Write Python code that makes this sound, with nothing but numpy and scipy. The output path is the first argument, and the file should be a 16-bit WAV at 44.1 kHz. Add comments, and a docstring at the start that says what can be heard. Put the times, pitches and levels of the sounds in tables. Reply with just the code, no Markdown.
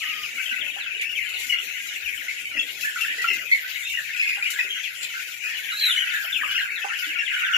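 """A large flock of chicks peeps in a shed: a dense far chorus goes on throughout, each peep a gliding whistle.
It opens with a low held call and falling peeps; rough chirrups soon join, and both go on to the end.
Dry litter rustles and flicks as filtered noise; dull knocks ring now and then, over a hum with wind lumps.
Late on, one chick close by gives a long throbbing cry, and soon after comes the loudest knock.
Two microphone ports a hand apart hear it all; the right one is duller."""
import sys
import numpy as np
from scipy import signal
from scipy.fft import rfft, irfft, next_fast_len
from scipy.io import wavfile
from scipy.ndimage import uniform_filter1d, minimum_filter1d

SR = 44100
rng = np.random.default_rng(int(sys.argv[2]) if len(sys.argv) > 2 else 0)


def natural_amplitude(level_db):
    """Convert a level in decibels to a linear amplitude factor, elementwise."""
    exponent = np.asarray(level_db, float) / 20
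    return 10 ** exponent


def pcm_store(signal):
    """Save signal as 16-bit PCM."""
    levels = np.round(np.clip(np.atleast_2d(signal), -1, 1) * 32767)
    wavfile.write(sys.argv[1], SR, levels.astype(np.int16).T)


N = 333837  # length in samples


def rms_one(x):
    """Scale a sound to an average strength (rms) of 1."""
    return x / np.sqrt(np.mean(x ** 2) + 1e-20)


def in_time(rows):
    """Join the rows of a table by straight lines, one curve for each column after the time."""
    s, *columns = np.transpose(rows)
    return [np.interp(np.arange(N) / SR, s, column) for column in columns]


def colour(x, points):
    """Filter by a table of (Hz, dB), joined by lines on a logarithmic pitch scale."""
    size = next_fast_len(N)
    hz = np.maximum(np.arange(size // 2 + 1) * SR / size, 1)
    points = np.array(points)
    gain_db = np.interp(np.log(hz), np.log(points[:, 0]), points[:, 1])
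    return irfft(rfft(x, size) * natural_amplitude(gain_db), size)[..., :N]


def drift(rate):
    """Random wandering of rms 1: noise points at the given rate per second, joined by lines."""
    points = rng.standard_normal(N // 20)
    return rms_one(np.interp(np.arange(N) * rate / SR, np.arange(N // 20), points))


def add(out, s, tone, side):
    """Place a sound; its direction (1 left, -1 right) sets which port hears it first and louder."""
    port_lag_s = 0.00041
    for port, sign in enumerate([1, -1]):
        at = max(round((s - sign * side * port_lag_s / 2) * SR), 0)
        out[port, at:at + len(tone)] += tone[:max(N - at, 0)] * natural_amplitude(5.7 * sign * side)


def whistle(hz, height, overtone_db=-25, third_db=-50):
    """A nearly pure tone with two weak overtones, following a pitch curve and a height curve."""
    phase = 2 * np.pi * np.cumsum(hz) / SR
    overtones = natural_amplitude(overtone_db) * np.sin(2 * phase) + natural_amplitude(third_db) * np.sin(3 * phase)
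    return height * (np.sin(phase) + overtones)


def peeps(rows, sides, rough, waver, onset, overtone_db):
    """Each peep glides along a parabola through its three pitches, starts fast and fades; the throat flutters."""
    swell_s = 0.004  # no peep starts faster than this
    out, flutter, wobble = np.zeros((2, N)), drift(240), drift(150)
    for (s, length, start, middle, end, level_db), side, pick in zip(rows, sides, rng.random(len(rows))):
        count = max(round(length * SR), 100)
        u = np.arange(count) / count  # runs from 0 to 1 through the peep
        # each peep takes its shaking from a random place
        first = int(pick * (N - count))
        shake = slice(first, first + count)
        hz = start * (1 - u) * (1 - 2 * u) + 4 * middle * u * (1 - u) + end * u * (2 * u - 1)
        hz = hz * (1 + waver * wobble[shake])
        height = natural_amplitude(level_db) * np.sin(np.pi * u ** onset) ** 0.48
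        height *= rms_one(1 + rough * flutter[shake])
        height *= np.sin(np.pi / 2 * np.minimum(u * length / swell_s, 1)) ** 2
        add(out, s, whistle(hz, height, overtone_db), side)
    return out


def shed(x, wet_db):
    """Walls and roof answer with a dying wash, different at each port."""
    t60_s = 0.21  # time for the wash to sink by 60 dB
    t = np.arange(SR // 2) / SR
    wash = rng.standard_normal((2, len(t))) * natural_amplitude(-60 * t / t60_s) * (t > 0.004)
    wash /= np.sqrt(np.sum(wash ** 2, axis=1, keepdims=True))
    return x + natural_amplitude(wet_db) * signal.fftconvolve(x, wash, axes=1)[:, :N]


def patches(x, edges_hz, slow_db, fast_db):
    """Each band between the edges swells and sinks on its own."""
    size = next_fast_len(N)
    tones = rfft(x, size)
    band = np.searchsorted(edges_hz, np.arange(size // 2 + 1) * SR / size)
    out = 0
    for k in range(len(edges_hz) + 1):
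        part = irfft(tones * (band == k), size)[:, :N]
        out = out + part * natural_amplitude(slow_db * drift(11) + fast_db * drift(40))
    return out


def chorus():
    """Hundreds of peeps a second from all sides and distances, most of them falling."""
    # How the far flock swells. Each row: time in seconds, level in dB,
    # stir in dB that brings out the lowest and highest voices most.
    flock_level = [(0.0, -26.5, -5.5), (0.9, -27.5, 2), (1.3, -23.5, -13.5), (2.0, -29, 0),
                   (2.68, -28.5, -10), (3.12, -26.5, -0.5), (3.56, -29, 0.5), (4.47, -26, -3),
                   (5.0, -32.5, 7.5), (5.37, -30, -0.5), (5.88, -28.5, 16.5), (6.4, -28, 10),
                   (6.85, -32.5, 17.5), (7.57, -23.5, 12)]
    # Groups of voices. Each row: lowest and highest middle pitch in Hz, peeps per second,
    # usual fall in octaves, level in dB against the chorus, share of the stir.
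    voice_groups = [(1396.6, 1950, 80, 0.2076, -12.5, 0.67), (1950, 3000, 170, 0.3594, -1.04, 0.17),
                    (3000, 3900, 44, 0.35, -15.5, 0.33)]
    out, (level_db, stir_db) = 0, in_time(flock_level)
    for low, high, per_s, fall, voice_db, follows in voice_groups:
        # chance decides, every 20 samples, whether a peep starts
        s = np.flatnonzero(rng.random(N // 20) < per_s * 20 / SR) * 20 / SR
        traits = rng.random((N // 20, 6))[(s * SR / 20).round().astype(int)]
        pitch, length, glide, arch, far, side = traits.T
        middle = low * (high / low) ** pitch
        drop = 2 ** (fall * (glide * 1.4 - 0.2))  # pitch ratio of half the glide
        start = middle * drop / (1 + 0.062 * arch)
        distance_db = -5.0 * np.log(far + 0.12)
        rows = np.transpose([s, 0.02 + 0.045 * length ** 2, start, middle, middle / drop, distance_db])
        voices = peeps(rows, 2 * side - 1, rough=0.6, waver=0.02, onset=0.65, overtone_db=-30)
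        voices = shed(voices, wet_db=-3)
        out = out + rms_one(voices) * natural_amplitude(level_db + voice_db + follows * stir_db)
    return out


def near_chirrups():
    """Rough calls on a shallow arch that start abruptly; pitch and level shake hard."""
    # Each row: start in seconds, length in seconds, middle pitch in Hz, level in dB before flutter and direction.
    chirrup_calls = [(0.378, 0.045, 1490, -32), (0.51, 0.038, 1582, -24.5), (0.993, 0.039, 2510, -20),
                     (1.044, 0.11, 2813, -24.5), (1.493, 0.056, 2870, -16.5), (1.521, 0.049, 2213, -18),
                     (1.583, 0.014, 2880, -18), (1, 0.034, 2100, -23), (2.281, 0.038, 2215, -19.5),
                     (2.451, 0.024, 2296, -21), (2.571, 0.056, 2680, -16), (2.592, 0.016, 3240, -13),
                     (2.843, 0.062, 1764, -21.5), (2.957, 0.031, 1416, -25.5), (3.006, 0.052, 2730, -17.5),
                     (3.079, 0.074, 1856, -24), (3.182, 0.08, 1950, -24), (3.242, 0.015, 1445, -15),
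                     (3.272, 0.079, 2746, -16), (3.283, 0.097, 2040, -23.5), (3.512, 0.06, 2100, -10),
                     (3.829, 0.099, 3580, -30), (3.844, 0.15, 2750, -26.5), (3.94, 0.049, 2774, -21.5),
                     (3.971, 0.039, 1823, -19.5), (4.128, 0.067, 2590, -24), (4.194, 0.053, 2560, -14.5),
                     (4.22, 0.049, 2140, -17), (4.274, 0.092, 2488, -17), (4.28, 0.093, 2144, -26),
                     (4.423, 0.061, 2385, -16.5), (4.448, 0.043, 2850, -23), (4.535, 0.043, 1624, -24),
                     (4.585, 0.031, 1950, -18), (4.586, 0.047, 2515, -16.5), (4.689, 0.097, 3200, -22.5),
                     (5.043, 0.033, 2480, -22.5), (5.139, 0.068, 1506, -29), (5.436, 0.068, 2530, -21),
                     (5.459, 0.099, 1797, -28.5), (5.956, 0.089, 3000, -17), (5.969, 0.017, 2120, -17.5),
                     (6.136, 0.044, 1767, -21.5), (6.432, 0.029, 1233, -26), (6.477, 0.13, 1574, -29),
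                     (6.489, 0.13, 3020, -23.5), (6.549, 0.057, 2790, -17), (6.617, 0.048, 1600, -24.5),
                     (6.7, 0.04, 2300, -25.5), (6.812, 0.047, 2630, -24.5), (6.892, 0.039, 1450, -29),
                     (7.127, 0.027, 2260, -27), (7.33, 0.076, 1540, -31), (7.183, 0.048, 2750, -19.5),
                     (7.334, 0.047, 2920, -22), (7.426, 0.072, 1575, -23.5), (7.53, 0.05, 2900, -16.5)]
    rise, sink = 0.98, 0.97  # start and end pitch against the middle
    rows = [(s, length, rise * hz, hz, sink * hz, db) for s, length, hz, db in chirrup_calls]
    sides = rng.uniform(-0.75, 0.1, len(rows))
    return peeps(rows, sides, rough=0.6, waver=0.03, onset=0.45, overtone_db=-22)


def near_falls():
    """Thin, clear peeps that slide down, fastest at first."""
    # Each row: start in seconds, length in seconds, start pitch in Hz, end pitch in Hz,
    # level in dB before flutter and direction.
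    falling_peeps = [(0.0, 0.055, 2880, 1675, -27), (0.085, 0.06, 3200, 2360, -28),
                     (0.221, 0.062, 3400, 2150, -26), (0.375, 0.06, 2950, 2050, -25),
                     (0.49, 0.019, 3220, 2670, -22), (0.507, 0.03, 3380, 2660, -27),
                     (0.798, 0.085, 4360, 3000, -34), (1.005, 0.048, 2750, 2310, -25),
                     (1.163, 0.045, 2700, 2130, -20), (1.262, 0.03, 2710, 2050, -29),
                     (1.317, 0.045, 2900, 2090, -28), (1.332, 0.06, 4700, 3400, -34),
                     (2.044, 0.06, 3110, 2345, -24), (2.56, 0.025, 2300, 1850, -24),
                     (3.042, 0.022, 2100, 1540, -23.5), (4.83, 0.063, 3700, 2400, -25),
                     (5.187, 0.037, 3000, 2520, -30), (6.086, 0.036, 3770, 2580, -33),
                     (6.32, 0.065, 3950, 2414, -17), (6.408, 0.023, 2140, 1525, -21),
                     (6.575, 0.026, 2275, 1820, -21.5), (6.597, 0.024, 2190, 1590, -20.5),
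                     (6.755, 0.045, 4250, 3200, -30), (6.88, 0.026, 3390, 2540, -28),
                     (6.943, 0.04, 3480, 2525, -28), (7.085, 0.078, 3320, 2180, -28),
                     (7.255, 0.045, 3750, 2650, -25)]
    sag = 0.93  # pitch halfway, against the mean of start and end
    rows = [(s, length, start, sag * (start + end) / 2, end, db) for s, length, start, end, db in falling_peeps]
    sides = rng.uniform(-0.1, 0.1, len(rows))
    return peeps(rows, sides, rough=0.35, waver=0.013, onset=0.9, overtone_db=-34)


def cry():
    """One chick close by cries up and far down, throbbing, hoarse then clear; a rough copy sounds high above."""
    # Path of the cry. Each row: time in seconds, pitch in Hz, level in dB before throb and direction,
    # hoarseness as a share of the pitch.
    cry_path = [(5.7, 4000, -51, 0.072), (5.725, 3910, -27, 0.028), (5.76, 3860, -28, 0.021),
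                (5.798, 4220, -19.5, 0.023), (5.831, 4090, -16, .014), (5.859, 3967, -13, 0.012),
                (5.891, 3727, -20.5, 0.0194), (5.911, 3490, -16.5, 0.011), (5.933, 2840, -17, 0.012),
                (5.953, 2320, -32, 0.0088), (5.97, 2180, -40, 0.0073)]
    throbs_per_s = 61  # on average; the rate wanders
    copy_shift_hz, copy_db = 7640, -18  # a rough copy of the cry is heard, shifted up this far and this faint
    out = np.zeros((2, N))
    hz, level_db, hoarse = in_time(cry_path)
    start_s, end_s = cry_path[0][0], cry_path[-1][0]
    on = slice(round(start_s * SR), round(end_s * SR))
    throb = np.sin(2 * np.pi * np.cumsum(throbs_per_s * (1 + 0.3 * drift(40))) / SR)
    height = natural_amplitude(level_db) * (1 + 0.55 * throb + 0.25 * drift(200))
    hoarse_hz = hz * (1 + hoarse * drift(500))
    add(out, start_s, whistle(hoarse_hz[on], height[on], overtone_db=-24), side=-0.65)
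    copy_hz = hz + copy_shift_hz + 170 * drift(900)
    shifted_copy = natural_amplitude(copy_db) * height * np.sin(2 * np.pi * np.cumsum(copy_hz) / SR)
    add(out, start_s, shifted_copy[on], side=0.4)
    return out


def low_call():
    """A held, gently sagging call with four partials, the second one strongest."""
    # One row: start in seconds, length in seconds, start pitch in Hz, end pitch in Hz,
    # level in dB that the partials are set against.
    held_call = (0.01, 0.25, 1290, 1230, -40)
    out, (s, length, start, end, level_db) = np.zeros((2, N)), held_call
    u = np.arange(round(length * SR)) / (length * SR)
    hz = (start + (end - start) * u) * (1 + 0.024 * drift(149)[:len(u)])
    phase = 2 * np.pi * np.cumsum(hz) / SR
    tone = sum(natural_amplitude(db) * np.sin((k + 1) * phase) for k, db in enumerate([-3.5, 7, -5, -6]))
    add(out, s, natural_amplitude(level_db) * np.sin(np.pi * u) ** 0.15 * tone, side=-0.18)
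    return out


def litter():
    """Feet stir dense tiny grains, clumped band by band; a flick is a short spray of louder grains."""
    # Rustle of the litter. Each row: time in seconds, level in dB before random drift.
    rustle_level = [(0.0, -37), (0.4, -39), (1.33, -42), (1.41, -33.5), (1.56, -37.5), (3.3, -35),
                    (3.5, -36.5), (5.65, -36), (5.88, -34.5), (6.3, -35.5), (6.79, -38.5), (7.02, -34.5),
                    (7.17, -41), (7.57, -36.5)]
    # Litter flicked. Each row: start in seconds, level of the spray in dB.
    flick_times = [(0.6784, -43), (1.013, -30.5), (1.29, -36.5), (1.4082, -44), (1.467, -34), (2.809, -33),
                   (3.009, -33.5), (3.2165, -30.5), (3.334, -31), (3.6775, -41), (4.5033, -27),
                   (5.029, -28), (6.987, -36)]
    # Colour of the rustle as heard in the end, with a gap near 8.4 kHz.
    # Each row: frequency in Hz, relative level in dB per Hz.
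    heard_colour = [(1300, -13.5), (2500, 13.5), (5000, 5.5), (7700, 9.5), (8050, -19.5), (8750, -14.5),
                    (9100, 3), (13500, 4.5), (15200, 3.5), (15700, -19)]
    # Frequencies in Hz that part the bands of the rustle.
    rustle_edges_hz = [3600, 4500, 5500, 6800, 10200, 12500]
    t = np.arange(SR // 20) / SR
    flicks = np.zeros(N)
    for s, level_db in flick_times:
        flicks[round(s * SR)] = natural_amplitude(level_db)
    spray_shape = np.minimum(t / 0.00057, 1) * np.exp(-t / 0.024)
    spray = signal.fftconvolve(flicks, spray_shape)[:N]
    level = natural_amplitude(in_time(rustle_level)[0] + 1.2 * drift(14) + 1.5 * drift(50)) + spray
    # random loudness from sample to sample makes the noise grainy
    noise = rng.standard_normal((2, N)) * natural_amplitude(1.0 * rng.exponential(1, (2, N)))
    grains = colour(noise, heard_colour)
    return patches(grains, rustle_edges_hz, slow_db=2.0, fast_db=1.1) / np.std(grains[0]) * level


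def knocks():
    """Dull bumps against feeders: a puff of noise ringing briefly round one pitch."""
    # Each row: start in seconds, peak in dB before direction, pitch in Hz.
    bumps = [(0.763, -36, 790), (2.549, -38.5, 286), (3.18, -43, 437), (3.298, -42, 400),
             (4.37, -36.5, 790), (4.585, -41, 880), (4.641, -42.5, 410), (6.243, -40.5, 700),
             (6.845, -22.5, 830), (7.067, -45, 317)]
    fade_cycles = 12  # the puff of noise fades to about a third over this many cycles
    out, t = np.zeros((2, N)), np.arange(SR // 8) / SR
    for (s, peak_db, hz), noise in zip(bumps, rng.standard_normal((len(bumps), len(t)))):
        band = signal.butter(1, [hz / 1.07, hz * 1.08], "band", fs=SR)
        puff = signal.lfilter(*band, noise * np.exp(-t * hz / fade_cycles))
        add(out, s, natural_amplitude(peak_db) * puff / np.abs(puff).max(), side=-0.75)
    return out


def hum():
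    """The air of the shed, much alike at both ports, with lumps of wind in the bass."""
    # Colour of the hum. Each row: frequency in Hz, relative level in dB per Hz.
    air_colour = [(25, -23), (55, -8.5), (120, -4), (270, -1), (600, -2.5), (850, -8), (1000, -8.5),
                  (2000, -47)]
    # The hum swells and sinks. Each row: time in seconds, level in dB before the patches.
    air_level = [(0.0, -61), (0.55, -57.5), (0.8, -61), (2.32, -62.5), (2.59, -55), (3.01, -62),
                 (3.39, -56.5), (3.65, -64.5), (6.85, -62), (7.57, -65)]
    # Wind on the ports. Each row: middle in seconds, level in dB before the share of each port.
    wind_gusts = [(1.4, -61), (2.1, -59), (3.919, -65), (6.4, -66)]
    # Frequencies in Hz that part the bands of the hum.
    air_edges_hz = [180, 330, 520, 720]
    gust_s = 0.082  # from the middle of a gust until it has sunk to about a third
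    shared, left, right, wind = rng.standard_normal((4, N))
    air = np.array([0.54 * shared + 0.065 * left, shared + 0.36 * right])
    air = rms_one(colour(air, air_colour))
    t = np.arange(N) / SR
    blow = sum(natural_amplitude(db) * np.exp(-((t - s) / gust_s) ** 2) for s, db in wind_gusts)
    bass = rms_one(colour(wind, [(25, -29), (60, 1), (110, -7), (400, -72)]))
    lumps = bass * (blow + natural_amplitude(-82)) * [[0.5], [1.5]]  # stronger at the right port
    return patches(air, air_edges_hz, slow_db=3.5, fast_db=3.0) * natural_amplitude(in_time(air_level)[0]) + lumps


def dropouts(x):
    """Narrow stretches, about 150 Hz by 80 ms, sink away here and there in two bands."""
    # Frequencies in Hz: dropouts come between the first two and above the last.
    faint_bands_hz = [850, 1350, 3400]
    depth_db, threshold = 47, 0.62  # cut for each spread of chance beyond the threshold
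    cells = signal.stft(x, nperseg=1024)[2]
    # smoothed along frequency (axis 0) and time (axis 1), so that chance comes in blots
    chance = rng.standard_normal(cells.shape[1:])
    for axis, size in [(0, 3), (0, 2), (1, 6), (1, 4)]:
        chance = uniform_filter1d(chance, size=size, axis=axis)
    hz = np.arange(len(chance))[:, None] * SR / 1024
    faint = np.searchsorted(faint_bands_hz, hz) % 2
    cut_db = depth_db * faint * np.maximum(rms_one(chance) - threshold, 0)
    return signal.istft(cells * natural_amplitude(-cut_db), nperseg=1024)[1][:, :N]


def suppressor(x):
    """Faint sound up to about 1 kHz above or 400 Hz below a much louder one is muted."""
    margin_db, steepness = 25.5, 7.2  # how far under the loud sound muting starts; dB cut for each dB beyond
    cells = signal.stft(x, nperseg=1024)[2]
    power = uniform_filter1d(np.abs(cells) ** 2, size=3, axis=1)
    power = uniform_filter1d(power, size=5, axis=2)
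    level_db = 10 * np.log10(np.maximum(power, 1e-20))
    loudest_db = -minimum_filter1d(-level_db, size=35, axis=1, origin=8)
    cut_db = steepness * np.maximum(loudest_db - margin_db - level_db, 0)
    return signal.istft(cells * natural_amplitude(-cut_db), nperseg=1024)[1][:, :N]


def scene():
    """Near sounds ring in the shed; the far chorus, litter and hum have dropouts."""
    near = near_falls() + near_chirrups() + cry() + low_call() + knocks()
    far = chorus() + litter() + hum()
    return shed(near, wet_db=-4) + dropouts(far)


def top_cut(x):
    """Nothing passes above the cut-off."""
    return signal.sosfilt(signal.butter(12, 15730, fs=SR, output="sos"), x)


def record(dry):
    """The right port loses treble, then faint sound close in pitch to loud sound is muted."""
    # The right port. Each row: frequency in Hz, level in dB added to its sound.
    right_port = [(60, 0.5), (140, -7), (300, -3), (600, -3), (1200, 1.5), (2700, -9.5), (6400, -4.5),
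                  (9800, -10.5), (12500, -27), (15000, -23)]
    ports = np.array([dry[0], colour(dry[1], right_port)])
    mix = suppressor(ports)
    return top_cut(mix)


dry = scene()
out = record(dry)
pcm_store(out)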